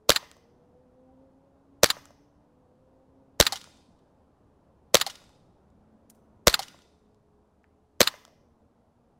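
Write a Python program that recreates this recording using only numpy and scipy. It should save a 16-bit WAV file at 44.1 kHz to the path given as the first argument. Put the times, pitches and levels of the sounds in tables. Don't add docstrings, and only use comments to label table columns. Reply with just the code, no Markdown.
import sys
import numpy as np
from scipy import signal
from scipy.io import wavfile
from scipy.ndimage import uniform_filter1d

SR = 44100
rng = np.random.default_rng(int(sys.argv[2]) if len(sys.argv) > 2 else 0)


def voltage_ratio(level):
    return 10 ** (np.asarray(level, float) / 20)


def master_out(mix):
    frames = np.transpose(np.atleast_2d(mix))
    ceiling = np.clip(frames, -1, 1)
    pcm = np.round(ceiling * 32767).astype(np.int16)
    wavfile.write(sys.argv[1], SR, pcm)


N = 405279

# hz, level_db
WASH_COLOUR = [(12, -33.5), (20, -12), (43, -7), (75, -2.5), (184, -4.5), (258, -3.5), (342, -9),
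               (506, -9.5), (566, -9), (994, -15.5), (2120, -34.5), (11500, -46.5), (12800, -57),
               (14300, -50), (16500, -63.5)]
# start_s, level_db
TRAFFIC_LEVEL = [(0, -65.5), (.5, -62), (2.4, -62.5), (3.3, -62), (6.3, -60.5), (7, -64), (7.9, -66),
                 (9.19, -64.5)]
# pitch_hz, width_hz, level_db
IDLE_DRONE = (75, 20, -74)
# start_s, firing_hz, load_db
CLIMBING_GEARS = [
    [(0, 214, -64.5), (.4, 235.9, -67), (.9, 255, -64.5), (1.4, 268.6, -65), (2.1, 285.3, -65),
     (2.5, 296.5, -71.5), (2.7, 294, -83)],
    [(2.45, 247, -74), (2.8, 256, -68.5), (3.3, 270.3, -66), (3.9, 266.7, -74), (4.9, 252.5, -97.5)],
]
CRUISING_GEARS = [
    [(5.4, 160.2, -70.5), (5.75, 212.2, -72), (6, 222, -66.5), (6.35, 215, -70.5), (6.7, 209.5, -72.5)],
    [(6.7, 211, -94.5), (7.05, 210.1, -73), (7.6, 209.1, -78.5), (7.95, 212.8, -77.5), (8.5, 225, -73.5),
     (8.9, 238.9, -71.5), (9.19, 236.2, -70.5)],
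]
# pitch_hz, level_db
CLIMBING_PIPE = [(218, -13), (238, -13.5), (262, -1.5), (290, -1.5), (436, -2), (525, -1.5), (550, -11),
                 (800, -20.5)]
# pitch_hz, level_db
CRUISING_PIPES = [
    [(160, -2.5), (222, 1), (320, -21), (650, -24.5)],
    [(210, 0), (236, -1.5), (330, -14.5), (420, 2.5), (450, -6.5), (650, -17.5)],
]

# start_s, hiss_db, tube_thump_db, gust_on_microphone_db
POPS = [
    (0.0949, -2, -4, -26),
    (1.8345, 1, -1, -33),
    (3.4022, 3, -3, -13.5),
    (4.9457, 0.5, -2, -45.5),
    (6.473, 1.5, -1.5, -13),
    (8.0074, -0.5, -3, -50),
]
# hz, level_db
POP_COLOUR = [(530, -31), (900, -3.5), (2590, -12.5), (4020, -14.5), (6160, -6), (6870, -14.5),
              (11300, -20), (12500, -18), (15000, -17), (16500, -35.5)]
# start_s, level_db
JOLTS = [
    (0.099, -25.5),
    (1.838, -21.5),
]

# stop_after_ms, stop_db, feed_db, lock_after_ms, lock_db
STROKES = [
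    (25.4, -15, -27, 66.0, -15),
    (24.6, -16, -27, 67.5, -15),
    (24.7, -17, -22, 64.1, -14),
    (23.7, -14, -22.5, 67.0, -15),
    (24.2, -15, -24.5, 67.8, -14),
    (22.6, -12.5, -33, 66.0, -15.5),
]
# start_s, level_db, fall_ms
EXTRA_STOPS = [
    (.1344, -30, 1.1),
    (4.9625, -25, 1.8),
    (8.036, -29.5, 1.9),
]
# start_s, level_db, fall_ms
FRAME_KNOCKS = [
    (.116, -9.5, 1.4),
    (3.4238, -7, 1.4),
]
# hz, level_db
VENT_COLOUR = [(250, -39.5), (420, -18.5), (1370, -9), (1920, -10), (2300, -16), (3240, -19), (4080, -3.5),
               (4700, -9), (6980, -8), (10600, -22), (15500, -19), (16500, -38)]
# hz, level_db
STOP_COLOUR = [(180, -47), (300, -18), (1660, -12.5), (2480, -3), (3470, -9.5), (4310, 4), (5550, -14.5),
               (7500, -17.5), (14200, -15), (16500, -26)]
# hz, level_db
FRAME_COLOUR = [(180, -46), (300, -21), (2170, 2), (4460, -13), (7380, -17.5), (8730, -24), (10100, -27.5),
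                (15400, -33), (16500, -35.5)]
# hz, level_db
FEED_COLOUR = [(180, -42), (300, -11.5), (848, -6.5), (1660, -4.5), (2520, -11), (3900, -4.5), (4390, -5.5),
               (14400, -21.5), (16500, -36)]
# hz, level_db
LOCK_COLOUR = [(180, -58), (300, -18), (1450, 0.5), (2480, -4.5), (4030, -1), (5370, -11.5), (7260, -9.5),
               (8730, -14.5), (15700, -18.5), (16500, -38)]
# pitch_hz, width_hz, level_db
SLIDE_MODES = [(1487, 87, -14), (1900, 150, -13), (4077, 390, -5), (4830, 140, -14), (7430, 260, -13),
               (9500, 210, -14), (14400, 220, -21.5)]

# hz, level_db
YARD_TONE = [(200, -7), (1000, 6), (2000, 1), (3000, -3.5), (4200, -5.5), (6200, -3), (7000, -4),
             (11000, -3.5), (15500, -5)]
# hz, t60_s
YARD_DECAY = [(200, 0.48), (1000, 0.45), (2500, 0.64), (4500, 0.59), (6300, 0.78), (6700, 0.5),
              (14000, 0.59)]
# pitch_hz, width_hz, level_db
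TUBE_MODES = [(1050, 100, -22), (2070, 43, -17.5), (3170, 120, -25.5), (6170, 120, -24)]
# delay_s, level_db, dull_above_hz
WALLS = [
    (.134, -30.5, 2010),
    (.272, -40, 1160),
]

# start_s, level_db, fall_ms
TICKS = [(.3146, -41, 1), (.3678, -57, 0.93), (2.0554, -43, 1), (2.1074, -60, 0.94), (3.6422, -41.5, 0.94),
         (3.752, -67, 0.92), (5.2401, -54, 0.89), (5.293, -55, 0.79), (5.703, -70, 0.74),
         (6.7899, -53, 0.9), (7.146, -65.5, 0.74), (7.635, -72.5, 0.86), (8.2513, -43, .9),
         (8.2798, -59, .9)]
# start_s, level_db, fall_ms
RUSTLES = [
    (6.1005, -47, 4.5),
    (6.15, -69.5, 8.),
]
# start_s, level_db, fall_ms
KNOCKS = [
    (7.6423, -45, .5),
    (7.6478, -55, .8),
]
# hz, level_db
TICK_COLOUR = [(600, -22.5), (1300, -2), (2500, -5), (3900, -5), (5500, -6), (7000, -7), (9000, -16.5),
               (16500, -22.5)]
# hz, level_db
RUSTLE_COLOUR = [(650, -41), (1100, -15), (2270, -10.5), (2820, -11), (4280, -9), (9260, -2), (15400, -8),
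                 (16500, -42.5)]
# hz, level_db
KNOCK_COLOUR = [(250, -16.5), (600, 4.5), (1800, 9), (2800, -8.5), (4200, -19.5), (6000, -48.5),
                (12000, -53)]

# start_s, level_db, fall_ms
HITS = [
    (3.5234, -21.5, 9.6),
    (5.0647, -23, 7.8),
    (6.5921, -23, 6.8),
]
# after_ms, level_under_hit_db, fall_ms
RATTLE = [
    (34.8, -11.5, 2.3),
    (39, -15.5, 8),
    (91, -20, 2.7),
]
# start_s, level_db, fall_ms
STRAYS = [
    (3.573, -39, 3.6),
    (3.77, -64, 9.),
    (3.99, -74, 5.),
    (6.62, -40, 3.3),
    (6.82, -60, 4.),
]
# hz, level_db
HIT_COLOUR = [(180, -67), (300, -46), (754, 1), (1630, -25), (2030, -12.5), (2480, -18), (3190, -8.5),
              (4850, -9), (13300, -25), (16500, -31)]
# hz, level_db
BOUNCE_COLOUR = [(470, -45), (800, -2.5), (2380, -10), (3180, 4.5), (4000, -2), (5620, -0.5), (14400, -20),
                 (15900, -27), (16500, -31)]
# pitch_hz, width_hz, level_db
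TARGET_MODES = [(740, 33, -14.5), (932, 29, -40.5), (2100, 56, -22), (3280, 210, -19.5)]
# hz, level_db
RANGE_TONE = [(200, 7), (1000, -2), (3500, 4.5), (6000, 0.5), (10000, 4), (13000, 0), (15500, 11.5)]
# hz, t60_s
RANGE_DECAY = [(200, 0.4), (1000, 0.63), (3000, 0.81), (5000, 0.79), (9000, 0.83), (15000, 0.4)]


def evened(x):
    return x / np.sqrt(np.mean(x ** 2) + 1e-20)


def read(points, hz):
    f, value = np.transpose(points)
    return np.interp(np.log(hz + 1), np.log(f + 1), value)


def add(mix, s, sound):
    stretch = mix[round(s * SR):][:len(sound)]
    stretch += sound[:len(stretch)]


def after(ms):
    return np.array(POPS)[:, 0] + np.asarray(ms) / 1000


def same_rows(times, db, fall_ms):
    return np.transpose(np.broadcast_arrays(times, db, fall_ms))


def colour(points, size=1024):
    level_db = np.maximum(read(points, abs(np.fft.fftfreq(size, 1 / SR))), -100)
    log_gain = np.log(voltage_ratio(level_db))
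    taps = np.fft.ifft(np.exp(np.conj(signal.hilbert(log_gain)))).real[:size // 2]
    return taps / np.linalg.norm(taps)


def rings(modes, size=4096):
    t, out = np.arange(size) / SR, np.zeros(size)
    for hz, width, db in modes:
        ring = np.exp(-np.pi * width * t) * np.sin(2 * np.pi * hz * t)
        out += voltage_ratio(db) * ring / np.linalg.norm(ring)
    return out


def strikes(rows, rise_ms, grit_db, likeness=.85):
    out, ms = np.zeros(N), np.arange(-441, 2646) * 1000 / SR
    habit, *fresh = rng.standard_normal((16, 2, len(ms)))
    for (s, db, fall_ms), chance in zip(rows, fresh):
        noise, grit = likeness * habit + np.sqrt(1 - likeness ** 2) * chance
        shape = np.exp(np.where(ms < 0, ms / rise_ms, -ms / fall_ms))
        rough = voltage_ratio(grit_db * evened(uniform_filter1d(grit, size=30)))
        add(out, s + ms[0] / 1000, voltage_ratio(db) * shape * evened(noise * rough))
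    return out


def struck(rows, tone, rise_ms, grit_db, modes=(), plain_db=0.):
    body = rings(modes)
    add(body, 0, voltage_ratio(plain_db) * colour(tone))
    return signal.oaconvolve(strikes(rows, rise_ms, grit_db), body)[:N]


def wash():
    hop, answer_db, answer_s, patchy_db = 256, 3.5, 0.12, 1.6
    frames, hz = N // hop + 5, np.fft.rfftfreq(1024, 1 / SR)
    real, imaginary, patches = rng.standard_normal((frames, 513, 3)).T
    patches = uniform_filter1d(uniform_filter1d(patches, size=4, axis=0), size=14, axis=1)
    outdoor = (1 / (1 + (hz / 2500) ** 2))[:, None]
    t = np.arange(frames) * hop / SR
    since = np.maximum(t - after(0)[:, None], 0) / answer_s
    answer = (since * np.exp(1 - since)).sum(0)
    level_db = np.interp(t, *np.transpose(TRAFFIC_LEVEL)) + answer_db * answer
    drift_db = outdoor * (patchy_db * evened(patches) + level_db - level_db.mean())
    z = (real + 1j * imaginary) * voltage_ratio(read(WASH_COLOUR, hz)[:, None] + drift_db)
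    noise = signal.istft(z, nperseg=1024, noverlap=768)[1][:N]
    return voltage_ratio(level_db.mean() - 0.8) * evened(noise)


def idle():
    hz, width, db = IDLE_DRONE
    band = signal.butter(2, [hz - width / 2, hz + width / 2], "band", fs=SR, output="sos")
    return voltage_ratio(db) * evened(signal.sosfilt(band, rng.standard_normal(N)))


def engine(rows, pipe):
    s, hz, load_db = np.transpose(rows)
    t = np.arange(s[0], s[-1], 1 / SR)
    drift = [evened(uniform_filter1d(v, size=3000)) for v in rng.standard_normal((4, len(t)))]
    hz, load_db = np.interp(t, s, hz), np.interp(t, s, load_db) + 4.0
    turns = np.cumsum(hz * (1 + 0.01 * drift[3])) / SR
    half_db = load_db - 13 + read(pipe, hz * 3 / 2) + 1.6 * drift[2]
    out = voltage_ratio(half_db) * np.sin(3 * np.pi * turns)
    buzz_db = 21.5 * np.exp(-((t - 1.1) / 0.037) ** 2)
    for order in (1, 2, 3):
        order_db = load_db + read(pipe, order * hz) + 2.3 * drift[order - 1]
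        if order == 3:
            order_db = order_db + buzz_db
        out += voltage_ratio(order_db) * np.sin(2 * np.pi * order * turns)
    return s[0], out


def muzzle():
    bursts = [(s - .0006, db, 1.) for s, db, _, _ in POPS]
    hiss = struck(bursts, POP_COLOUR, .6, 2.4, [(4580, 340, -10.0)], -1.3)
    lead_in = [(s - .003, -32, 1.) for s, *_ in POPS]
    hiss += struck(lead_in, POP_COLOUR, 2., 0.88)
    push, gust, ms = np.zeros(N), np.zeros(N), np.arange(-441, 2646) * 1000 / SR
    from_peak = ms - .9
    swell = np.exp(np.where(from_peak < 0, from_peak / 1.15, -from_peak / 1.2))
    swing = swell * np.cos(2 * np.pi * .56 * from_peak)
    swing -= 0.22 * np.roll(swing, round(9.3 * SR / 1000))
    u = (ms - 2.4) / 3.2
    puff = u * np.exp(np.where(u < 0, 2.5 * u, -u)) * np.cos(np.clip(u, 0, 9) * 0.3) * np.e
    for s, _, thump_db, gust_db in POPS:
        add(push, s + (ms[0] - .15) / 1000, voltage_ratio(thump_db) * swing)
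        add(gust, s + ms[0] / 1000, voltage_ratio(gust_db) * puff)
    return hiss + push, gust


def stand():
    hz, width_hz = 100, 45
    out, t = np.zeros(N), np.arange(4000) / SR
    shudder = np.exp(-np.pi * width_hz * t) * np.sin(2 * np.pi * hz * t)
    for s, db in JOLTS:
        add(out, s, voltage_ratio(db) * shudder)
    return out


def action():
    stop_ms, stop_db, feed_db, lock_ms, lock_db = np.transpose(STROKES)
    opens = same_rows(after(8.1 - .22 * np.arange(len(POPS))), -0.97, 1.7)
    vent = struck(opens, VENT_COLOUR, 1.0, 2., [(4120, 630, -4.5), (520, 160, -17)], -4.5)

    stops = [*same_rows(after(stop_ms), stop_db, 1.9), *EXTRA_STOPS]
    stop = struck(stops, STOP_COLOUR, .35, 3., [(2520, 400, -6.5)], -2.1)
    stop += struck(FRAME_KNOCKS, FRAME_COLOUR, 0.24, 3.7, [(1850, 330, -9.5)], -9.0)

    feeds = same_rows(after(lock_ms - 12), feed_db, 0.99)
    locks = same_rows(after(lock_ms), lock_db, 4.3)
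    rebounds = same_rows(after(lock_ms + 7.1), lock_db - 12.5, 4.4)
    lock = struck(feeds, FEED_COLOUR, .35, 4.0)
    lock += struck(locks, LOCK_COLOUR, .35, 2., SLIDE_MODES, -2.)
    lock += struck(rebounds, LOCK_COLOUR, 2.5, 5.6, SLIDE_MODES, -0.8)

    scrapes = same_rows(after(15.0), -29.5, 22.)
    rushes = same_rows(after(lock_ms - 3.), -34., 2.)
    drag = struck(scrapes, FEED_COLOUR, 9., 3.) + struck(rushes, FEED_COLOUR, 4., 2.5)
    return vent + stop + lock + drag


def yard(x, tone, decay):
    taps, at = np.zeros((3, SR)), np.arange(300, SR - 20, 20)
    places = at + rng.integers(0, 20, (3, len(at)))
    np.put_along_axis(taps, places, rng.choice([-1., 1.], (3, len(at))), 1)
    hz, t, z = signal.stft(taps, SR, nperseg=256)
    z = z * voltage_ratio(read(tone, hz)[:, None] - 60 * t / read(decay, hz)[:, None])
    lumps = rng.standard_normal(z.shape[1:])
    lumps = uniform_filter1d(uniform_filter1d(lumps, size=9, axis=0), size=4, axis=1)
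    ragged_db = 2.
    tails = signal.istft(z * voltage_ratio(ragged_db * evened(lumps)), SR, nperseg=256)[1]
    tails = tails / np.linalg.norm(tails[0])
    phase = np.arange(N) / 70 + np.arange(3)[:, None] / 3
    turn = np.cos(2 * np.pi * phase) * np.sqrt(2 / 3)
    return signal.fftconvolve(x * turn, tails, axes=1).sum(0)[:N]


def walls(x):
    out = np.zeros(N)
    for delay, db, top_hz in WALLS:
        band = signal.butter(2, [600, top_hz], "band", fs=SR)
        add(out, delay, voltage_ratio(db) * signal.lfilter(*band, x))
    return out


def handling():
    knocks = struck(KNOCKS, KNOCK_COLOUR, 0.26, 0.76, [(1800, 220, -9.0), (1000, 140, -1.5)], -3.4)
    ticks = struck(TICKS, TICK_COLOUR, 0.16, 1.1, [(4020, 260, -10.5), (1520, 480, 0)], 1.5)
    cloth = struck(RUSTLES, RUSTLE_COLOUR, 1.5, 4.0)
    return ticks + cloth + knocks


def downrange():
    bounces = []
    for s, db, _ in HITS:
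        bounces += [(s + ms / 1000, db + under_db, fall_ms) for ms, under_db, fall_ms in RATTLE]
    hits = struck(HITS, HIT_COLOUR, .3, 2., TARGET_MODES, -2.)
    return hits + struck(bounces + list(STRAYS), BOUNCE_COLOUR, 1.5, 2.)


def scene():
    pop, gust = muzzle()
    near = signal.lfilter(*signal.butter(2, 105, "high", fs=SR), pop + action())
    blast = signal.lfilter(*signal.butter(2, 45, "high", fs=SR), gust)
    far = downrange()
    hands = handling()
    street = wash() + idle()
    pipes = [CLIMBING_PIPE, CLIMBING_PIPE, *CRUISING_PIPES]
    for gear, pipe in zip([*CLIMBING_GEARS, *CRUISING_GEARS], pipes):
        add(street, *engine(gear, pipe))
    echo = yard(voltage_ratio(-29.0) * near + voltage_ratio(-17.5) * hands, YARD_TONE, YARD_DECAY)
    echo += signal.oaconvolve(echo, rings(TUBE_MODES))[:N]
    echo += yard(voltage_ratio(-14) * far, RANGE_TONE, RANGE_DECAY)
    return (street + near + blast + far + hands + echo + walls(pop) + stand())[None]


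def roll_off(x):
    return signal.sosfilt(signal.butter(12, 16970, fs=SR, output="sos"), x)


def record(dry):
    clip_at, shelf_hz, shelf_db, edge_hz = .7, 15900, -20, 16900
    held = dry / (1 + abs(dry / clip_at) ** 6) ** (1 / 6)
    lost = signal.lfilter(*signal.butter(2, 70, "high", fs=SR), dry - held)
    held = dry - lost
    low, full = (signal.firwin(511, hz, window=("kaiser", 9), fs=SR) for hz in (shelf_hz, edge_hz))
    shelf = low + voltage_ratio(shelf_db) * (full - low)
    return roll_off(signal.oaconvolve(held, shelf[None], "same"))


dry = scene()
out = record(dry)
master_out(out)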